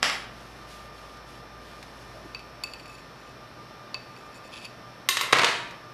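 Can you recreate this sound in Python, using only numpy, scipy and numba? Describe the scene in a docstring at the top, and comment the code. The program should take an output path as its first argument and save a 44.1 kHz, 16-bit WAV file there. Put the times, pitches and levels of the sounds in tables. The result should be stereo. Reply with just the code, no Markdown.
"""In a live kitchen, a knife levels a spoonful of powder over a small bowl. A hard utensil clacks down
and hands brush softly; the held blade ticks on the metal spoon and scrapes across it by stick-slip
friction. Near the end the knife drops on the table, bounces and rings in its free modes.
Reverberation follows each blow; a camera with a faint motor whine and gain control listens close by."""
import sys
import numpy as np
from scipy import signal
from scipy.fft import rfft, irfft
from scipy.io import wavfile
from scipy.ndimage import uniform_filter1d
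from numba import njit

SR = 44100
rng = np.random.default_rng(int(sys.argv[2]) if len(sys.argv) > 2 else 0)


def wrap_up_sound(samples):
    """Save the sound to the file named by the first command line argument, as 16-bit audio."""
    columns = np.atleast_2d(samples).T
    # keep every value between -1 and 1, then stretch to whole-number steps
    tamed = np.clip(columns, -1, 1)
    steps = np.round(tamed * 32767).astype(np.int16)
    wavfile.write(sys.argv[1], SR, steps)


N = 261645
TIME = np.arange(N) / SR
RING_TIME = TIME[:SR]

# modes of the freely ringing knife: (frequency [Hz], level [dB], t60 [s])
KNIFE_MODES = [(374, -8, .25), (1050, -3, .3), (1104, 0, .17), (1367, -7, .3), (1780, -7, .26),
               (2083, 2, .33), (2659, -7, .3), (2831, -8, .3), (3838, 2.5, .45), (4200, -8, .3),
               (4643, -9, .35), (5052, -12, .35), (6002, -16, .35), (6578, -7, .42), (7238, -16, .7),
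               (7560, -8, .14), (8985, -8, .24), (9636, -14, .14), (10320, -18, .2), (11278, -12, .21),
               (13080, -20, .23), (13432, -14, .23), (14485, -24, .22)]
# modes of the blade pressed on the spoon, damped by the hand: (frequency [Hz], level [dB], t60 [s])
HELD_MODES = [(1050, -13, .035), (2540, -7, .025), (2608, -8.5, .11), (3700, -13, .015), (4555, 2, .03),
              (4640, -9, .03), (4850, -10, .02), (5420, -17, .03), (6978, -10, .035), (7680, -16, .02),
              (8060, -17, .04), (10215, -8, .022), (11730, -13, .03), (13890, -23, .03)]
# spectrum of a knock on the tabletop: (frequency [Hz], level [dB])
TABLETOP_SPECTRUM = [(40, -55), (120, -9.5), (230, -14.5), (420, -3), (780, -4.5), (1060, 4.5), (1400, 2.5),
                     (2200, 3), (3800, -0.5), (5600, -6.5), (6700, -10), (8000, -13), (10500, -20),
                     (15000, -44)]
TABLETOP_T60_S = 0.033


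def undb(db):
    """Decibels to amplitude ratio."""
    return 10 ** (np.asarray(db) / 20)


def unit(x):
    """Normalisation to unit energy."""
    return x / np.sqrt(np.sum(x ** 2))


def steady(x):
    """Normalisation to unit rms."""
    return x / np.std(x)


def along(rows, hz):
    """Interpolation of (frequency [Hz], value) rows on a logarithmic frequency axis."""
    row_hz, value = np.transpose(rows)
    return np.interp(np.log(hz + 1), np.log(row_hz), value)


def colour(x, rows, tilt_db=0):
    """Minimum-phase filter from (frequency [Hz], gain [dB]) rows, tilted per octave above 400 Hz."""
    size = 4096
    hz = np.fft.rfftfreq(size, 1 / SR)
    octaves = np.log2(np.maximum(hz, 400))
    cepstrum = irfft(np.log(undb(along(rows, hz) + tilt_db * octaves)))
    cepstrum[1:size // 2] *= 2
    cepstrum[size // 2 + 1:] = 0
    return signal.fftconvolve(x, irfft(np.exp(rfft(cepstrum))))[:len(x)]


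def low_cut(x, hz):
    """Second-order Butterworth high-pass."""
    return signal.sosfilt(signal.butter(2, hz, "highpass", fs=SR, output="sos"), x)


def fade(t60):
    """Exponential decay, one second long, falling 60 dB in t60 seconds."""
    return np.exp(-np.log(1000) * RING_TIME / t60)


def add(track, start_s, sound):
    """Superposition of a sound on a track."""
    i = int(start_s * SR)
    track[i:i + len(sound)] += sound[:N - i]


def ring(modes):
    """Modal vibration: the point of contact gives each damped sinusoid its own sign and weight."""
    chance = rng.standard_normal((len(modes), 2))
    return unit(sum(undb(db + offset_db) * np.sign(side) * fade(t60) * np.sin(2 * np.pi * hz * RING_TIME)
                    for (hz, db, t60), (offset_db, side) in zip(modes, chance)))


def burst(t60, smooth_bins=41):
    """Modal overlap: dense, quickly dying modes merge into a noise burst with a flat spectrum."""
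    x = rng.standard_normal(SR) * fade(t60)
    for _ in range(3):
        spectrum = rfft(x[:SR // 10])
        x = irfft(spectrum / np.sqrt(uniform_filter1d(np.abs(spectrum) ** 2, smooth_bins)))
        x *= RING_TIME[:len(x)] < 2 * t60
    return unit(x)


def knock(t60, spectrum, tilt_db=0, click=0.39):
    """Impact response: a sharp contact pulse, then the short ring of the struck body."""
    x = burst(t60)
    x[0] = -click
    return unit(colour(x, spectrum, tilt_db))


def strokes(rows, rise, curve=0.41):
    """Friction envelope: pressure builds for the share `rise` of each stroke, then eases off."""
    return sum(undb(db) * np.interp(TIME, [s, s + rise * length, s + length], [0, 1, 0]) ** curve
               for s, length, db in rows)


def air(level_db=-47):
    """Ambient noise: the room's steady broadband rumble and hiss."""
    # background noise density: (frequency [Hz], relative level [dB])
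    spectrum = [(20, -16), (60, -8.5), (90, -10), (125, -3), (200, -5.5), (400, -7), (650, -6.5), (950, -9),
                (1280, -8), (2240, -16.5), (5570, -24), (6900, -35.5), (12800, -36), (15000, -48)]
    return steady(colour(rng.standard_normal(N), spectrum)) * undb(level_db)


def whine_and_hum(hum_hz=55.2, hum_db=-55, hold_s=2.16, fade_db_per_s=7.5):
    """Random modulation broadens the lines of camera motor and mains; a low hum holds, then fades."""
    # motor and mains lines: (frequency [Hz], level [dB], width [Hz], modulation depth [0-1])
    lines = [(119.9, -58.5, 4, .4), (599.4, -64, 4, .3), (1198, -54.5, 10, .7), (1798, -62, 8, .4),
             (2398, -67, 6, .4), (3596, -71, 4, .2), (4196, -73, 4, .2), (4795, -73, 4, .2),
             (5394.6, -64.5, 3, .1), (5696, -76, 3, .1), (5994, -73, 3, .1)]
    hum_gain = undb(hum_db - fade_db_per_s * np.maximum(TIME - hold_s, 0))
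    out = np.sqrt(2) * hum_gain * np.sin(2 * np.pi * hum_hz * TIME)
    for hz, db, width_hz, depth in lines:
        phasors = rng.standard_normal((1024, 2)) @ [1, 1j]
        wobble = 1 + depth * np.interp(TIME * 2 * width_hz, np.arange(len(phasors)), phasors)
        out += undb(db) * steady(np.real(wobble * np.exp(2j * np.pi * hz * TIME)))
    return out


def set_down(t60=0.014, ring_db=-17, knife_db=-22, knife_tilt_db=6):
    """Structure-borne coupling: a utensil clacks down and the jolt rings the knife on the table."""
    # the utensil's impacts: (time [s], level [dB])
    impacts = [(0.0246, -17), (0.0287, 8), (.031, -4), (.042, -0.5), (0.069, -14), (.098, -4.5)]
    # its clack: (frequency [Hz], level [dB])
    clack_spectrum = [(40, -25), (130, -17), (400, -9), (900, -0.5), (1500, 2.5), (2700, 4), (3900, -5),
                      (5200, 0), (6000, -6), (6700, -15.5), (7600, -10.5), (8800, -22.5), (10000, -15),
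                      (12000, -36), (16000, -28)]
    # its thin ring: (frequency [Hz], level [dB], t60 [s])
    utensil_modes = [(1284, -3, .2), (2514, 0, .2), (5025, -1, .22), (10450, -12, .25), (13500, -19, .18)]
    knife_modes = [(hz, db + knife_tilt_db * np.log2(hz), decay) for hz, db, decay in KNIFE_MODES]
    out = np.zeros(N)
    for s, db in impacts:
        add(out, s, undb(db) * knock(t60, clack_spectrum))
        add(out, s, undb(db + ring_db) * ring(utensil_modes) + undb(db + knife_db) * ring(knife_modes))
    return out


def brushing(grain_db=4):
    """Friction noise: countless tiny contacts of skin and powder sum to a grainy hiss."""
    # brushes of hands, spoon and powder: (start [s], duration [s], level [dB])
    brushes = [(.3, 0.48, -57.5), (.67, 0.22, -52.5), (.92, 0.29, -57), (1.26, 0.16, -55.5),
               (1.6, 0.44, -57), (1.95, 0.53, -59.5)]
    spectrum = [(400, -36), (1800, 7), (2600, 12.5), (5000, 9.5), (8000, -0.5), (11000, 1), (14000, -10)]
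    grains = rng.standard_normal(N) * undb(grain_db * rng.standard_normal(N))
    return steady(colour(grains, spectrum)) * strokes(brushes, rise=0.21)


def spoon_ticks(t60=0.035):
    """Damped impact: the spoon touches the bowl, muffled by the powder."""
    # light touches: (time [s], level [dB])
    touches = [(1.171, -28), (1.828, -18), (5.709, -21)]
    # their tick: (frequency [Hz], level [dB])
    spectrum = [(500, -15), (1700, 11), (3000, 3), (5500, 1), (7800, -6.5), (9500, -10), (14000, -15)]
    out = np.zeros(N)
    for s, db in touches:
        add(out, s, undb(db) * knock(t60, spectrum))
    return out


def handling_bumps():
    """Resonance: each dull, soft contact excites one broad low peak."""
    # bumps of handling: (time [s], level [dB], resonance [Hz], t60 [s])
    contacts = [(2.135, -14.5, 620, 0.31), (2.244, -15.5, 332, 0.089)]
    out = np.zeros(N)
    for s, db, hz, t60 in contacts:
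        resonance = [(hz / 2, -26), (hz, 0), (hz * 2, -36), (hz * 10, -60)]
        add(out, s, undb(db) * unit(colour(burst(t60), resonance)))
    return out


def blade_taps(tick_db=-11, tick_growth=0.56, tick_t60=0.035, ring_tilt_db=-2, tick_tilt_db=1.7):
    """Contact as a low-pass: each tap on the spoon has its own brightness; dull ones miss high modes."""
    # taps on the spoon: (time [s], level [dB], excitation cutoff [Hz])
    taps = [(2.3476, -7, 4000), (2.393, -21.5, 9150), (2.6369, -2, 12100), (2.673, -23, 6000),
            (2.736, -12, 10500), (2.797, -20.5, 9000), (2.857, -23.5, 13000), (2.983, -29, 11000),
            (3.9439, -2, 4700), (4.164, -25, 6060), (4.539, -23, 9000), (4.647, -18, 11000),
            (4.6519, -14, 11000)]
    # their dry tick: (frequency [Hz], level [dB])
    tick_spectrum = [(300, -22), (1000, -17), (1700, -6), (2500, 15.5), (5000, -15), (6200, -18.5),
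                     (10500, -17), (14000, -15)]
    out = np.zeros(N)
    for s, tap_db, cutoff_hz in taps:
        modes = []
        for hz, db, t60 in HELD_MODES:
            rolloff_db = 10 * np.log10(1 + (hz / cutoff_hz) ** 7)
            modes.append((hz, db + ring_tilt_db * np.log2(max(hz, 2500)) - rolloff_db, t60))
        add(out, s, undb(tap_db) * ring(modes))
        tick = knock(tick_t60, tick_spectrum, tick_tilt_db * np.log2(cutoff_hz / 10000), click=0.11)
        # the tick grows more slowly than the ring, so firm taps mostly ring
        add(out, s, undb(tick_db + tick_growth * tap_db) * tick)
    return out


def slips(per_s, spread_db):
    """Stick-slip excitation: a Poisson train of pulses of uneven size."""
    return steady((rng.random(N) < per_s / SR) * undb(spread_db * rng.standard_normal(N)))


def catches(per_s=45, spread_db=4):
    """Amplitude modulation by uneven grip: the blade catches and lets go."""
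    gain = undb(spread_db * np.interp(TIME * per_s, np.arange(N), rng.standard_normal(N)))
    return gain / np.sqrt(np.mean(gain ** 2))


def blade_slide():
    """Stick-slip friction on powder grains: sparse slips ring the blade, dense ones merge into a rasp."""
    # slides over the spoon's rim: (start [s], duration [s], level [dB])
    slides = [(2.72, 0.33, -54), (3.15, 0.17, -58), (4.05, 0.31, -62), (4.32, 0.084, -52.5),
              (4.44, .045, -49), (4.51, 0.18, -49.5)]
    # sweeps through the heaped powder: (start [s], duration [s], level [dB])
    sweeps = [(4.515, 0.077, -43), (4.61, 0.059, -43.5)]
    # rasp of the edge in the powder: (frequency [Hz], level [dB])
    rasp_spectrum = [(300, -28), (2000, -18), (2380, 10.5), (2900, 5), (3500, 8.5), (4000, -2), (4800, 3),
                     (5700, -6), (7000, -10), (9000, -18), (10400, -6), (12500, -48), (15000, -32)]
    slip_spectrum = [(1000, -4), (2600, 4.5), (4600, -7), (7200, 2), (10500, -4), (14000, -5)]
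    ringing = signal.fftconvolve(slips(per_s=170, spread_db=2), ring(HELD_MODES))[:N]
    ticking = colour(ringing, slip_spectrum)
    rasp = steady(colour(slips(per_s=2400, spread_db=7), rasp_spectrum))
    return ticking * catches() * strokes(slides, rise=0.54) + rasp * strokes(sweeps, rise=0.65)


def knife_drop(clink_db=-1, clink_t60=0.038, metal_tilt_db=-2.1, tilt_share=0.5,
               shimmer_db=6, shimmer_hz=8500, damping_db=5, contact_s=0.0056, radiation_hz=550):
    """Impact excitation: each bounce of the knife thuds on the table and rings the metal's free modes."""
    # blows on the tabletop: (time [s], thud level [dB], tilt [dB/octave], ring level [dB])
    blows = [(5.0885, 6, 5.5, 6), (5.17, 4, 1.5, -4.5), (5.2111, 2, 1.5, 0), (5.2346, -5, -2.5, -6.5),
             (5.326, 4.5, -3, 9), (5.33, 19, -2.5, 0), (5.358, 0, 0, -22), (5.369, 0, 2, -10),
             (5.386, 8.5, -1, -4), (5.394, 12.5, -3, -13), (5.417, 7, -3, 2), (5.4335, 12, -3, -13),
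             (5.4451, 15.5, -0.3, -3)]
    thuds, metal = np.zeros(N), np.zeros(N)
    for s, thud_db, tilt_db, ring_db in blows:
        add(thuds, s, undb(thud_db) * knock(TABLETOP_T60_S, TABLETOP_SPECTRUM, tilt_db))
        # a harder contact favours the high modes; the topmost shimmer after any blow
        slope_db = metal_tilt_db + tilt_share * tilt_db
        free = [(hz, db + slope_db * np.log2(max(hz, 1800)) + shimmer_db * (hz > shimmer_hz), t60)
                for hz, db, t60 in KNIFE_MODES]
        # against the table the same modes die quickly
        touching = [(hz, db, clink_t60) for hz, db, _ in free]
        # each contact also damps the ringing from earlier bounces
        metal *= undb(np.interp(TIME, [s, s + contact_s], [0, -damping_db]))
        add(metal, s, undb(ring_db) * (ring(free) + undb(clink_db) * ring(touching)))
    # the narrow blade radiates little bass
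    return thuds + settling(), low_cut(metal, radiation_hz)


def settling(start_s=5.461, first_gap_s=0.026, shrink=0.68, first_db=-3, step_db=-3, bounces=5):
    """Inelastic rebound: the knife rocks to rest, each bounce sooner and weaker than the last."""
    out, s = np.zeros(N), start_s
    for k in range(bounces):
        add(out, s, undb(first_db + k * step_db) * knock(TABLETOP_T60_S, TABLETOP_SPECTRUM, tilt_db=2))
        s += first_gap_s * shrink ** k
    return out


def kitchen(x, build_s=0.012):
    """Reverberation: diffuse reflections build up, then decay exponentially, the treble first."""
    # reverberation times: (frequency [Hz], t60 [s])
    decay_times = [(100, 0.75), (500, 0.54), (1500, 0.57), (3000, 0.51), (6000, 0.41), (14000, 0.39)]
    centres, t60s = np.transpose(decay_times)
    noise, hz = rfft(rng.standard_normal(SR)), np.fft.rfftfreq(SR, 1 / SR)
    bands = [irfft(noise * along(np.c_[centres, share], hz), SR) for share in np.eye(len(centres))]
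    tail = sum(band * fade(t60) for band, t60 in zip(bands, t60s))
    return signal.fftconvolve(x, unit(tail * (1 - np.exp(-RING_TIME / build_s))))[:N]


def scene(table_room_db=-2, clack_room_db=1, metal_room_db=-7, blade_room_db=-12):
    """Mid-side stereo: near sounds sit in the middle; room and background spread around them."""
    # stereo width of the near sounds: (frequency [Hz], side relative to mid [dB])
    near_width = [(300, -18), (2500, -23), (5000, -29), (6400, -17), (8000, -12), (9000, 3), (11000, -20),
                  (14000, -2)]
    # of the reverberation: (frequency [Hz], side relative to mid [dB])
    room_width = [(100, -30), (700, -20), (1900, -13.5), (3200, -21), (5000, -53), (6100, -15), (7400, 0.5),
                  (8600, 6.5), (10500, -2.5), (14000, -6)]
    # of the background: (frequency [Hz], side relative to mid [dB])
    air_width = [(50, -0.5), (250, -10.5), (1200, -9.5), (2200, -9.5), (4000, -10), (6000, 1.5), (7400, 1),
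                 (8400, 10), (10000, 4.5), (14000, -4)]
    thuds, metal = knife_drop()
    clack = set_down()
    levelling = blade_taps() + blade_slide() + brushing() + spoon_ticks() + handling_bumps()
    near = thuds + clack + metal + levelling
    # the broad tabletop radiates far more into the room than the thin blade
    sent = (undb(table_room_db) * thuds + undb(clack_room_db) * clack
            + undb(metal_room_db) * metal + undb(blade_room_db) * levelling)
    mid = near + kitchen(sent) + air() + whine_and_hum()
    # the sound is nearly mono through the midrange and spreads wide in the high treble
    side = colour(near, near_width) + colour(kitchen(sent), room_width) + colour(air(), air_width)
    # the lower midrange leans to the right
    lean = (undb(1.25) - 1) * colour(mid, [(150, -10), (500, 1.5), (1200, 2.5), (2500, -11)])
    return np.array([mid + side - lean, mid - side + lean])


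@njit
def follow(x, attack, release):
    """Envelope detection: one-pole smoothing with separate rates for rise and fall."""
    out, level = np.empty(len(x)), 0.
    for i in range(len(x)):
        level += (x[i] - level) * (attack if x[i] > level else release)
        out[i] = level
    return out


def record(dry, threshold_db=-19, ratio=2.26, attack_s=0.0086, release_s=0.18,
           ceiling=0.93, low_hz=24, top_hz=14600):
    """Compression ducks the loud blows, saturation rounds the peaks, filters cut deep bass and top."""
    envelope = follow(np.abs(dry).max(axis=0), 1 / (attack_s * SR), 1 / (release_s * SR))
    gain = np.maximum(envelope / undb(threshold_db), 1) ** (1 / ratio - 1)
    rounded = ceiling * np.tanh(dry * gain / ceiling)
    low_pass = signal.ellip(8, 0.2, 70, top_hz, fs=SR, output="sos")
    return signal.sosfilt(low_pass, low_cut(rounded, low_hz))


dry = scene()
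out = record(dry)
wrap_up_sound(out)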